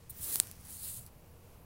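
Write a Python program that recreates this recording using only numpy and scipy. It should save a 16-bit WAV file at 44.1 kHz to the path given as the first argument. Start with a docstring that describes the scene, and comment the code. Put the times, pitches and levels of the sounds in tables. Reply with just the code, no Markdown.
"""Fleece sleeve brushing a phone

After one brief scuff, a fleece sleeve brushes twice past a hand-held phone in a quiet garden.
Countless fibres catch and slip as a bright hiss over a duller rub, and single threads tick free.
A few sharp, close clicks snap and ring for a millisecond; the hand bumps softly as its grip shifts.
Underneath lies an outdoor bed of low rumble, distant hum, air and faint hiss. The sound is mono."""
import sys
import numpy as np
from scipy import signal
from scipy.fft import rfft, irfft, next_fast_len
from scipy.io import wavfile
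from scipy.ndimage import uniform_filter1d

SR = 44100
rng = np.random.default_rng(int(sys.argv[2]) if len(sys.argv) > 2 else 0)


def wav_out(sig):
    """Save sig, one row per channel (or a flat mono array), as 16-bit PCM at SR to the path in sys.argv[1]."""
    wavfile.write(sys.argv[1], SR, np.round(np.clip(np.atleast_2d(sig).T, -1, 1) * 32767).astype(np.int16))


N = 72765

# sleeve speed in each stroke, as the envelope of its hiss (time [s], level [dB])
FIRST_STROKE = [(.11, -64), (.145, -61), (.2, -47.5), (.23, -40.5), (.275, -38.5), (.3, -35.5), (.35, -35),
                (.385, -40), (.415, -48), (.45, -54), (.515, -58.5), (.545, -65), (.61, -67.5)]
SECOND_STROKE = [(.6, -63), (.665, -54.5), (.715, -46), (.752, -46.5), (.81, -46), (.855, -39.5),
                 (.9, -40.5), (.93, -42.5), (.965, -43), (.995, -48), (1.015, -53), (1.06, -65),
                 (1.085, -70.5)]
# envelopes of the dull rub, the thin top sheen and the narrow rasp (time [s], level [dB])
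RUB_LEVEL = [(.12, -68.5), (.2, -60.5), (.29, -53), (.35, -53), (.42, -58.5), (.5, -60.5), (.57, -67),
             (.62, -66), (.69, -61), (.77, -68.5), (.88, -63), (.97, -81), (1.08, -65.5)]
SHEEN_LEVEL = [(.115, -72), (.165, -54), (.23, -51), (.3, -52), (.36, -43), (.41, -61)]
RASP_LEVEL = [(.78, -64), (.825, -63), (.85, -54.5), (.885, -78), (.93, -72), (.98, -100), (1.02, -82)]
# tone of the two strokes, the rub and the scuff (frequency [Hz], relative level [dB])
FIRST_EQ = [(1500, -48.5), (3000, -14.5), (4200, -12), (5600, -16), (7000, -6), (9000, -1), (10200, 0.5),
            (12300, -3.5), (14300, -0.5), (16000, -3)]
SECOND_EQ = [(1500, -23.5), (3200, -17), (4400, -12), (5700, -17), (6600, -9), (7600, -5.5), (9100, -0.5),
             (10000, 0), (12500, -2), (14000, -6.5), (16000, -2)]
RUB_EQ = [(120, -12.5), (280, 7), (700, 0), (1200, 0), (2000, -0.5), (3500, -8), (6000, 1.5), (10000, -24)]
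SCUFF_EQ = [(2000, -20), (3000, -34), (4000, -10), (4900, -31), (5800, -14), (6700, -20), (7600, -7),
            (9000, 1), (11000, -1.5), (13500, 1.5), (15200, 3), (16500, -2.5)]
# close clicks (time [s], snap peak [dB], ring gain [dB], ring length [factor], knock peak [dB])
CLICKS = [(0.3274, -17.5, -46, .7, -42), (.3578, -6, -55, 0.59, -23), (.367, -18, -47, .8, -50),
          (0.4, -32, -5.5, 0.96, -29.5), (0.435, -45.5, -49.5, 0.82, -36.5),
          (0.4715, -27.5, -41, 0.61, -49), (.514, -23.5, -54, 1, -51)]
# resonances of a click (frequency [Hz], relative level [dB], time constant [ms])
CLICK_MODES = [(302, -37, .8), (1780, -22.5, 0.24), (3870, -13, .19), (4400, -17, 0.26), (7990, -1.5, 0.18),
               (9270, -3, 0.22), (10400, -5, .17), (12680, -9.5, 0.12), (15640, -15, .2)]
# threads letting go (time [s], peak [dB])
THREAD_TICKS = [(.6585, -38), (.7072, -28), (.726, -31), (.739, -39), (1.0643, -31), (1.0669, -40),
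                (1.0755, -43)]
# tone of the dry snap, the dull knock and the crisp tick (frequency [Hz], relative level [dB])
SNAP_EQ = [(300, -29.5), (1500, -22), (3000, -14.5), (4600, -6), (6000, -9.5), (8000, -3.5), (10800, 0),
           (13000, -1.5), (16000, -8)]
KNOCK_EQ = [(60, -9.5), (150, 0), (290, 4.5), (560, -5.5), (1000, 1), (1900, 0), (2700, -4), (4000, 0),
            (6000, 0), (10000, -16)]
TICK_EQ = [(2500, -45), (3900, -15), (4700, -4.5), (6200, -23), (7900, 1.5), (8800, -11.5), (10500, 2),
           (13000, -2), (16000, -9)]
# bumps of the hand on the phone (time [s], half-width [s], frequency [Hz], level [dB])
HAND_BUMPS = [(.22, 0.021, 74, -52.5), (0.965, .04, 94.5, -52)]
# tone of the outdoor layers (frequency [Hz], relative level [dB])
RUMBLE_EQ = [(20, -2.5), (40, -7), (60, 0.5), (82, 0.5), (125, -3.5), (170, -5), (250, -14), (400, -37)]
AIR_EQ = [(150, 3), (230, -6.5), (330, 0), (480, -0.5), (650, -1.5), (1000, -5), (1800, -15.5), (2900, -14),
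          (3600, -38), (6000, -44.5), (11000, -15.5)]
HISS_EQ = [(2000, -11), (6000, -12), (8500, -12.5), (10000, -12.5), (11200, -18.5), (13000, -30),
           (16000, -15.5)]
# envelopes of the outdoor layers (time [s], level [dB])
HUM_LEVEL = [(0, -71), (.9, -83.5), (1.3, -69.5), (1.65, -72)]
AIR_LEVEL = [(0, -65.5), (.6, -65.5), (1.1, -62.5), (1.4, -62), (1.65, -61)]
HISS_LEVEL = [(0, -68.5), (.6, -67.5), (1.15, -73), (1.35, -73.5), (1.55, -69), (1.65, -82)]

SLIPS_PER_S, SLIP_SPREAD_DB = 20000, 2.57
FLUTTER_HZ, FLUTTER_DB = 89, 1.29
SNAGS_PER_S, SNAG_DB, SNAG_SPEED_POWER = 130, -51.5, 0.56


def sleeve_stroke(envelope, eq):
    """Fast sliding merges fibre slips into hiss; single snags stand out while the sleeve is slow."""
    gain = curve(envelope)
    fibres = colour(slips(SLIPS_PER_S, SLIP_SPREAD_DB), eq)
    hiss = unit(moving_folds(fibres)) * gain
    flutter = undb(FLUTTER_DB * waver(FLUTTER_HZ))
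    snags = unit(colour(slips(SNAGS_PER_S, spread_db=2.2), eq))
    snag_gain = undb(SNAG_DB) * (gain / gain.max()) ** SNAG_SPEED_POWER
    return hiss * flutter + snags * snag_gain


def slips(per_s, spread_db):
    """Fibres catch and slip as tiny random impulses, most weak and a few strong; rms 1."""
    happens = rng.random(N) < per_s / SR
    strength = undb(spread_db * np.minimum(rng.exponential(size=N), 5))
    return unit(happens * strength * rng.choice([-1, 1], N))


def moving_folds(hiss, band_hz=1300, drift_hz=18, drift_db=1.1):
    """The tone shifts as the folds move: each band of the hiss drifts in level on its own."""
    f, spectrum = np.fft.rfftfreq(N, 1 / SR), rfft(hiss)
    out = 0
    for k in range(15):
        share = np.clip(1 - np.abs(f / band_hz - k), 0, 1)
        out = out + irfft(spectrum * share, N) * undb(drift_db * waver(drift_hz))
    return out


def narrow_slide(envelope, hz, octaves):
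    """Fibre slips that favour one narrow range of pitch."""
    return curve(envelope) * band(slips(SLIPS_PER_S, SLIP_SPREAD_DB), hz, octaves)


def cloth_rub():
    """Duller cloth friction gives body under the hiss."""
    return unit(colour(slips(SLIPS_PER_S, spread_db=3), RUB_EQ)) * curve(RUB_LEVEL)


def scuff(start_s=0.0942, attack_s=0.004, hold_s=0.01, decay_s=0.0048, level_db=-42):
    """One quick slide of cloth: a short burst of fibre slips."""
    age = np.arange(N) / SR - start_s
    attack = np.clip(age / attack_s, 0, 1)
    release = np.exp(-np.maximum(age - attack_s - hold_s, 0) / decay_s)
    fibres = unit(colour(slips(SLIPS_PER_S, SLIP_SPREAD_DB), SCUFF_EQ))
    return undb(level_db) * attack * release * fibres


def clicks():
    """Each click layers a dry snap, a dull knock and a damped ring about a millisecond long."""
    t = np.arange(N // 100) / SR
    snap, knock = transient(SNAP_EQ, len(t)), transient(KNOCK_EQ, len(t))
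    out = np.zeros(N + len(t))
    for s, snap_db, ring_db, length, knock_db in CLICKS:
        ring = 0
        for hz, db, ms in CLICK_MODES:
            age = t / (length * ms / 1000)
            swell = (age / 2) ** 2 * np.exp(2 - age)  # peaks at 1 after two time constants
            ring = ring + undb(db) * swell * np.sin(2 * np.pi * hz * t)
        start = int(s * SR)
        out[start:start + len(t)] += undb(snap_db) * snap + undb(ring_db) * ring + undb(knock_db) * knock
    return out[:N]


def thread_ticks():
    """Single threads let go with a thin, crisp tick."""
    pulses = np.zeros(N)
    for s, db in THREAD_TICKS:
        pulses[int(s * SR)] += undb(db)
    return signal.fftconvolve(pulses, transient(TICK_EQ, samples=512))[:N]


def hand_bumps():
    """Low, soft swells as the hand shifts its grip."""
    t = np.arange(N) / SR
    out = 0
    for s, half_width, hz, db in HAND_BUMPS:
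        swell = np.exp(-.5 * ((t - s) / half_width) ** 2)
        out = out + undb(db) * swell * band(rng.standard_normal(N), hz, octaves=0.46)
    return out


def garden_bed(rumble_db=-56):
    """Distant rumble and hum, a soft wash of air and a thin hiss."""
    rumble = undb(rumble_db) * noise(RUMBLE_EQ)
    hum = curve(HUM_LEVEL) * band(rng.standard_normal(N), hz=473.6, octaves=0.069)
    air = curve(AIR_LEVEL) * noise(AIR_EQ)
    hiss = curve(HISS_LEVEL) * noise(HISS_EQ)
    return rumble + hum + air + hiss


def undb(db):
    """Decibels to gain."""
    return 10 ** (np.asarray(db) / 20)


def unit(x):
    """Scale to rms 1."""
    return x / np.sqrt(np.mean(x ** 2) + 1e-18)


def curve(points, fade_s=0.0079):
    """Gain envelope through (time [s], level [dB]) points, fading fast outside them."""
    s, db = np.array(points).T
    t = np.arange(N) / SR
    outside = np.maximum(s[0] - t, 0) + np.maximum(t - s[-1], 0)
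    return undb(np.interp(t, s, db)) * np.exp(-outside / fade_s)


def colour(x, eq):
    """Minimum-phase EQ through (frequency [Hz], gain [dB]) points."""
    hz, db = np.array(eq).T
    size = next_fast_len(2 * N, real=True)
    size += size % 2
    f = np.maximum(np.fft.rfftfreq(size, 1 / SR), 1)
    gain = undb(np.interp(np.log(f), np.log(hz), db))
    cepstrum = irfft(np.log(gain))
    cepstrum[1:size // 2] *= 2
    cepstrum[size // 2 + 1:] = 0  # no ringing ahead of an attack
    return irfft(rfft(x, size) * np.exp(rfft(cepstrum)))[:N]


def band(x, hz, octaves):
    """One smooth, bell-shaped pass band; rms 1."""
    f = np.maximum(np.fft.rfftfreq(N, 1 / SR), 1)
    bell = np.exp(-.5 * (np.log2(f / hz) / octaves) ** 2)
    return unit(irfft(rfft(x) * bell, N))


def noise(eq):
    """Coloured noise of rms 1."""
    return unit(colour(rng.standard_normal(N), eq))


def transient(eq, samples):
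    """A single coloured impulse of peak 1."""
    pulse = colour(signal.unit_impulse(N), eq)[:samples]
    return pulse / np.max(np.abs(pulse))


def waver(hz):
    """Smooth random modulation of rms 1."""
    span = max(int(SR / hz), 1)
    return unit(uniform_filter1d(uniform_filter1d(rng.standard_normal(N), span), span))


def scene():
    """Cloth, clicks, handling and garden, the same in both channels."""
    first = sleeve_stroke(FIRST_STROKE, FIRST_EQ)
    sheen = narrow_slide(SHEEN_LEVEL, hz=15000, octaves=0.09)  # tops the first stroke
    second = sleeve_stroke(SECOND_STROKE, SECOND_EQ)
    rasp = narrow_slide(RASP_LEVEL, hz=4520, octaves=0.2)  # roughens the second
    cloth = scuff() + first + sheen + second + rasp + cloth_rub()
    mono = cloth + clicks() + thread_ticks() + garden_bed() + hand_bumps()
    return np.array([mono, mono])


def record(dry, cutoff_hz=15850):
    """The phone cuts the top end steeply."""
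    lowpass = signal.firwin(301, cutoff_hz, fs=SR)
    return signal.fftconvolve(dry, lowpass[None], mode="same", axes=1)


dry = scene()
out = record(dry)
wav_out(out)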